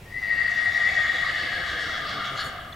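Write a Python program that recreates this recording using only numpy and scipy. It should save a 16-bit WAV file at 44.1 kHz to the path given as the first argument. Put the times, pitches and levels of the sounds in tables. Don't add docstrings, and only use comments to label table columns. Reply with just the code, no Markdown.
import sys
import numpy as np
from scipy import signal
from scipy.fft import rfft, irfft
from scipy.io import wavfile
from scipy.ndimage import uniform_filter1d

SR = 44100
rng = np.random.default_rng(int(sys.argv[2]) if len(sys.argv) > 2 else 0)


def volts_from_decibels(level):
    exponent = np.asarray(level, float) / 20
    return 10 ** exponent


def int16_out(signal):
    q = np.round(np.clip(np.atleast_2d(signal).T, -1, 1) * 32767)
    wavfile.write(sys.argv[1], SR, q.astype(np.int16))


N = 121275
T = np.arange(N) / SR


def evened(x):
    return x / np.sqrt(np.mean(x ** 2) + 1e-20)


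def read(points, hz):
    f, value = np.transpose(points)
    return np.interp(np.log(hz + 1), np.log(f + 1), value)


def curves(table):
    rows = np.transpose(table)
    return [np.interp(T, rows[0], column) for column in rows[1:]]


def bump(s, half):
    return np.exp(-.5 * ((T - s) / half) ** 2)


def drift(s):
    hz = np.fft.rfftfreq(N, 1 / SR)
    return evened(irfft(rfft(rng.standard_normal(N)) * np.exp(-(hz * s * np.pi) ** 2), N))


def resonate(x, hz, width):
    r = np.exp(-np.pi * width / SR)
    turn = np.exp(2j * np.pi * np.cumsum(hz * np.ones(N)) / SR)
    smooth = signal.lfilter([(1 - r) ** 2], [1, -2 * r, r * r], x * turn.conj())
    return 2 * (turn * smooth).real


def noise_band(hz, width):
    return evened(resonate(rng.standard_normal(N), hz, width))


def panned(x, pan_db):
    return np.array([x * volts_from_decibels(pan_db / 2), x * volts_from_decibels(-pan_db / 2)])


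# (f/Hz, level/dB per Hz)
AIR_SPECTRUM = [(20, -16), (93, -7), (160, -13.5), (250, -19), (1020, -25.5), (1510, -30.5), (1890, -24.5),
                (6460, -40.5), (15800, -43)]
# (f/Hz, likeness 0-1)
AIR_LIKENESS = [(60, .9999), (150, .995), (300, .85), (700, .93), (1500, .5), (4000, .55), (9000, .65),
                (15000, .86)]


def air():
    frames, hz = N // 256 + 5, np.fft.rfftfreq(1024, 1 / SR)
    a, b, c, d, patches = rng.standard_normal((frames, 513, 5)).T
    patches = uniform_filter1d(patches, size=8, axis=0)
    patches = evened(uniform_filter1d(patches, size=14, axis=1))
    same = np.clip(read(AIR_LIKENESS, hz), -1, 1)[:, None]
    left = a + 1j * b
    right = same * left + np.sqrt(1 - same ** 2) * (c + 1j * d)
    patch_db = (-0.8 + 1.5 * (hz < 200)[:, None]) * patches
    z = np.array([left, right]) * volts_from_decibels(read(AIR_SPECTRUM, hz)[:, None] + patch_db)
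    return volts_from_decibels(-44.5) * evened(signal.istft(z, nperseg=1024, noverlap=768)[1][:, :N])


# (f/Hz, width/Hz, level/dB)
FAR_ENGINE = (67.9, 6.8, -57.5)


def drone():
    hz, width, db = FAR_ENGINE
    return volts_from_decibels(db) * noise_band(hz, width)


# (t/s, f/Hz, level/dB, wander/Hz, upper sideband level/dB)
SQUEAL_PATH = [(.05, 1873, -50, 3.9, -12), (.12, 1873, -44, 7, 18.5), (.2, 1925, -29, 4.7, 14.5),
               (.3, 1883, -20, 5.4, 9), (.45, 1896, -23, 10.147, 2), (.75, 1896, -21, 12.73, 0.5),
               (.88, 1916, -20, 23.2, 5), (1.0, 1886, -19.5, 10.8, -7), (1.3, 1857, -21.5, 84.8, -7),
               (1.55, 1790, -27, 201.4, -7.5), (1.8, 1707, -28, 295, 0), (1.97, 1565, -28.5, 341.2, -8),
               (2.08, 1450, -31, 326, -5.5), (2.2, 1267, -29, 187.3, -5), (2.31, 1297, -31, 230, -8),
               (2.41, 1376, -28, 280, 2), (2.5, 1345, -37, 280, -10), (2.7, 1330, -40, 230, -5)]
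# (t/s, dip level/dB, half length/s)
TRILL_DIPS = [(0.211, -14.5, 0.015), (0.28, -11, 0.016), (0.298, -5, .003), (0.352, -7.5, 0.011),
              (0.368, -10, .003), (0.401, -14, 0.001647), (0.438, -24.5, 0.0053), (0.475, -28, 0.0029),
              (.511, -18, 0.0054), (0.545, -27, 0.0089), (0.571, -12, .0025), (0.611, -13.5, 0.0042),
              (0.634, -6, 0.0085), (0.652, -15, 0.0032), (0.706, -24, 0.0035), (.718, -17, 0.0025),
              (0.734, -26, 0.0052), (0.756, -23, 0.0014), (0.773, -20, 0.0012), (.793, -30, 0.0045),
              (.832, -16.5, 0.002), (.847, -6, 0.002048), (.882, -14, 0.0016), (0.903, -8.5, 0.0033),
              (.916, -13, 0.0034), (0.93, -10.5, 0.011), (0.947, -20, .004), (.961, -19, .002),
              (0.988, -8, 0.0019), (1.002, -10, 0.00095), (1.021, -2, 0.0032), (1.05, -10, 0.0017),
              (1.07, -14, .006), (1.09, -19, 0.0026), (1.134, -19, 0.006618), (1.165, 1, 0.0038),
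              (1.206, 1, 0.005), (1.214, -7, 0.019), (1.247, -31, 0.004), (1.282, -22, 0.0031),
              (1.317, -9, 0.004), (1.338, -9, 0.0038), (1.376, -9, 0.005), (1.41, 1, 0.0021),
              (1.429, -8, 0.0018), (1.45, -12, 0.00433)]
# (f/Hz, width/Hz, level/dB)
MOUTH_RESONANCES = [(1222, 100, -1), (1385, 150, -5), (1680, 240, -4), (1900, 80, 0), (2050, 220, -7),
                    (2230, 150, -7)]
OVERTONE_LEVELS = [-42, -42, -41]


def squeal():
    hz, db, wander_hz, side_db = curves(SQUEAL_PATH)
    wander = np.tanh(drift(.003) + 0.406 * drift(0.01106))
    phase = 2 * np.pi * np.cumsum(hz + wander_hz * wander) / SR
    slow = 2 * np.pi * np.cumsum(108 + 9.27 * drift(0.0172)) / SR
    chop = volts_from_decibels(sum(dip_db * bump(s, half) for s, dip_db, half in TRILL_DIPS))
    sounding = (T > SQUEAL_PATH[0][0]) * (T < SQUEAL_PATH[-1][0])
    level = volts_from_decibels(db + .8 * drift(.004)) * sounding
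    sideband = volts_from_decibels(side_db + 1.8 * drift(0.0024)) * np.sin(phase + slow)
    tone = level * (np.sin(phase) + sideband)
    overtones = sum(volts_from_decibels(o_db) * np.sin(k * (phase + slow)) for k, o_db in enumerate(OVERTONE_LEVELS, 2))
    mouth = sum(volts_from_decibels(m_db) * resonate(tone, f, w) for f, w, m_db in MOUTH_RESONANCES)
    return chop * (level * bump(0.2, .045) * overtones + volts_from_decibels(3.5) * mouth)


# (f/Hz, time to fall 60 dB/s)
WOODS_DECAY = [(300, 1), (1200, 0.72), (2000, 1.0), (4000, 0.84), (8000, 0.4672)]


def woods(x, alike):
    taps = np.zeros((2, SR))
    at = np.arange(400, SR - 20, 20)
    at = at + rng.integers(0, 20, (2, len(at)))
    np.put_along_axis(taps, at, rng.choice([-1., 1.], at.shape), 1)
    taps = np.array([taps[0], alike * taps[0] + np.sqrt(1 - alike ** 2) * taps[1]])
    hz, t, z = signal.stft(taps, SR, nperseg=256)
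    decay = volts_from_decibels(-60 * t / read(WOODS_DECAY, hz)[:, None])
    tail = signal.istft(z * decay, SR, nperseg=256)[1]
    return signal.fftconvolve(x, tail / np.linalg.norm(tail[0]), axes=1)[:, :N]


# (t/s, level/dB, brightness/dB per octave)
BREATH_EFFORT = [
    (.1, -55, 3),
    (.25, -38, 0),
    (.45, -34, 0),
    (1.1, -29, 0),
    (1.7, -33, 0.5),
    (2.25, -33, -2),
    (2.33, -37, -4.5),
    (2.41, -34, -1),
    (2.53, -41.5, -4.5),
    (2.76, -47.5, -7),
]
# (f/Hz, width/Hz, level/dB, gain over the call/dB per s)
THROAT_RESONANCES = [(707, 209, -3, 0.36), (1262, 287, -0.5, 1.6), (1646, 310, -4, 1.2),
                     (1980, 304, 2.5, -2.5), (2203, 280, -2.5, -1.7), (2634, 197.55, -12.5, -3),
                     (2910, 314, -14.5, 3.85), (3330, 364, -10, 1.5), (3740, 400, -14.5, 0.9),
                     (4407, 704, -14.5, 0.45), (5320, 840, -21.5, -0.2), (6230, 2150, -28, -0.59),
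                     (8600, 4400, -37, -1.66)]
# (t/s, treble lift level/dB, half length/s)
BREATH_THROBS = [(0.641, -1, 0.07), (0.753, 2, 0.034), (0.89, 2, 0.025), (1.04, 0.5, 0.022),
                 (1.166, 3, 0.01), (1.293, 2, 0.015), (1.43, 3, 0.027), (1.544, 4, 0.024),
                 (1.696, 5, 0.029), (1.838, 4.5, 0.047), (1.961, 4, 0.03384), (2.098, 6.5, 0.034),
                 (2.264, 9.5, 0.02), (2.399, 6, 0.026)]
# (t/s, factor on f)
JAW_OPENING = [
    (.3, 1.0458),
    (1.0, 1.035),
    (1.4, 1.02),
    (1.75, 1.004),
]


def breath():
    db, tilt_db = curves(BREATH_EFFORT)
    lift_db = sum(throb_db * bump(s, half) for s, throb_db, half in BREATH_THROBS)
    turbulence = rng.standard_normal(N) * volts_from_decibels(0.27 * drift(0.0021))
    jaw, = curves(JAW_OPENING)
    out = np.zeros(N)
    for k, (hz, width, f_db, slope_db) in enumerate(THROAT_RESONANCES):
        share = np.clip((hz - 1500) / 2000, .15, 1.3)
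        patch_db = 2.53 * drift(0.015)
        level_db = f_db + slope_db * (T - 0.43) + share * lift_db + patch_db + tilt_db * np.log2(hz / 2000)
        moved = hz if 1000 < hz < 3100 else hz * jaw
        band = evened(resonate(turbulence, moved, width)) * np.sqrt(width)
        out += (-1) ** k * band * volts_from_decibels(level_db)
    return evened(out) * volts_from_decibels(db) * (T > BREATH_EFFORT[0][0]) * (T < BREATH_EFFORT[-1][0])


# (f/Hz, width/Hz, share removed 0-1)
NASAL_BRANCHES = [(901, 145.22, 0.74), (1383, 155.2, 0.56), (2385, 106.66, 0.24)]


def swallowed(x):
    hz = np.fft.rfftfreq(N, 1 / SR)
    valleys = [1 - share * np.exp(-.5 * ((hz - f) / w) ** 2) for f, w, share in NASAL_BRANCHES]
    return irfft(rfft(x) * np.prod(valleys, axis=0), N)


# (f/Hz, width/Hz, level/dB, half length/s)
PALATE_WHISTLES = [(4650, 300, -51, .14), (2700, 190, -49, .17), (3480, 280, -43, .1),
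                   (3330, 160, -40, .03), (3320, 150, -39, .035), (3310, 150, -40, .025),
                   (3430, 150, -41, .014), (8300, 1500, -60, .025), (9000, 2500, -62, .025),
                   (4450, 400, -45, .06), (6900, 400, -57, .3)]
WHISTLE_TIMES = (.42, .45, 1.12, 1.71, 1.83, 1.96, 2.265, .64, 2.33, 1.44, 1.0)


def whistles():
    rows = zip(PALATE_WHISTLES, WHISTLE_TIMES)
    return sum(volts_from_decibels(db) * bump(s, half) * noise_band(hz, w) for (hz, w, db, half), s in rows)


# (t/s, level/dB, pulse f/Hz, half length/s)
GRUNT_PULSES = [(0.385, -53.5, 170, 0.0222), (0.877, -49.5, 169.7, 0.022), (1.15, -44, 171.2, 0.0107),
                (1.299, -49, 172.7, 0.016), (1.443, -44, 169.4, 0.027), (1.599, -42, 171.9, 0.03139),
                (1.756, -45.5, 164.3, 0.041), (1.875, -42.5, 162.5, 0.021), (2.032, -45.5, 147.6, 0.034424),
                (2.172, -42.5, 148.3, 0.031), (2.335, -44, 130, 0.022), (2.468, -47, 130, 0.027)]
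# (f/Hz, width/Hz, level/dB)
CHEST_RESONANCES = [(130, 54, -13.5), (207, 96, 1), (345, 600, -2.5), (527.5, 61, 3.5)]


def grunts():
    times, _, pitch, _ = np.transpose(GRUNT_PULSES)
    turns = np.cumsum(np.interp(T, times, pitch) * (1 + 0.0598 * drift(0.00326))) / SR
    folds = sum(np.cos(2 * np.pi * k * turns) for k in range(1, 6))
    drive = .7 * evened(folds) + .3 * noise_band(260, 440)
    rings = [volts_from_decibels(db) * resonate(drive, hz, w) for hz, w, db in CHEST_RESONANCES]
    chest = evened(sum((-1) ** k * ring for k, ring in enumerate(rings)))
    thud = np.cos(2 * np.pi * turns)
    out = np.zeros(N)
    for s, db, hz, half in GRUNT_PULSES:
        thud_db = 0.56 * (142.5 - hz) - 5.5
        out += volts_from_decibels(db) * bump(s, half) * (chest + volts_from_decibels(thud_db) * thud)
    return out


# (t/s, half length/s, f/Hz, width/Hz, level/dB)
CHEST_HUM = (2.2, -0.07, 203, 45, -48)


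def nicker():
    s, half, hz, width, db = CHEST_HUM
    return volts_from_decibels(db) * bump(s, half) * noise_band(hz, width)


# (f/Hz, width/Hz, level/dB, half length/s)
NOSTRIL_RESONANCES = [(4220, 860, -33.5, 0.019), (4387, 260, -46.5, 0.035), (6350, 1600, -49, 0.026),
                      (7030, 400, -53, 0.069), (9000, 2900, -52.5, 0.05), (12000, 3800, -59.5, .03)]
NOSTRIL_TIMES = (2.402, 2.465, 2.39, 2.46, 2.455, 2.46)


def snort():
    puff = rng.standard_normal(N) * volts_from_decibels(2.1 * drift(0.00079))
    rows = zip(NOSTRIL_RESONANCES, NOSTRIL_TIMES)
    nose = sum(volts_from_decibels(db) * bump(s, half) * evened(resonate(puff, hz, w)) for (hz, w, db, half), s in rows)
    return np.clip((2.51 - T) / 0.024, 0, 1) * nose


# (t/s, f/Hz, level/dB, half length/s, glide/Hz per s)
BIRD_NOTES = [
    (2.729, 4050, -41, 0.0026, -90000),
    (2.73, 3455, -38, 0.0039, -10000),
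    (2.74, 6260, -56, 0.0045, -5000),
]


def bird():
    out = np.zeros(N)
    for s, hz, db, half, glide in BIRD_NOTES:
        t = T - s
        out += volts_from_decibels(db) * bump(s, half) * np.sin(2 * np.pi * (hz + glide * t / 2) * t)
    return out


def scene():
    high, low = squeal(), swallowed(breath())
    close = grunts() + snort() + whistles() + nicker()
    head_pan_db = 6 - 0.5 * np.minimum(T, 1.4)
    pony = panned(high, head_pan_db) + panned(low + close, .5)
    squeal_echo = volts_from_decibels(-11) * woods(panned(high, 1.5), 0.15)
    breath_echo = volts_from_decibels(-2.5) * woods(panned(low + volts_from_decibels(-11.0) * close, 0), 0.58)
    return pony + squeal_echo + breath_echo + bird() + air() + drone()


def roll_off(x):
    return signal.sosfilt(signal.butter(12, 15920, fs=SR, output="sos"), x)


def record(dry):
    whine = volts_from_decibels(-77.5) * np.sqrt(2) * np.sin(2 * np.pi * 15734 * T)
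    band_limit = signal.firwin(2047, 15930, window=("kaiser", 9), fs=SR)
    mix = signal.oaconvolve(dry + whine, band_limit[None], "same")
    return roll_off(mix)


dry = scene()
out = record(dry)
int16_out(out)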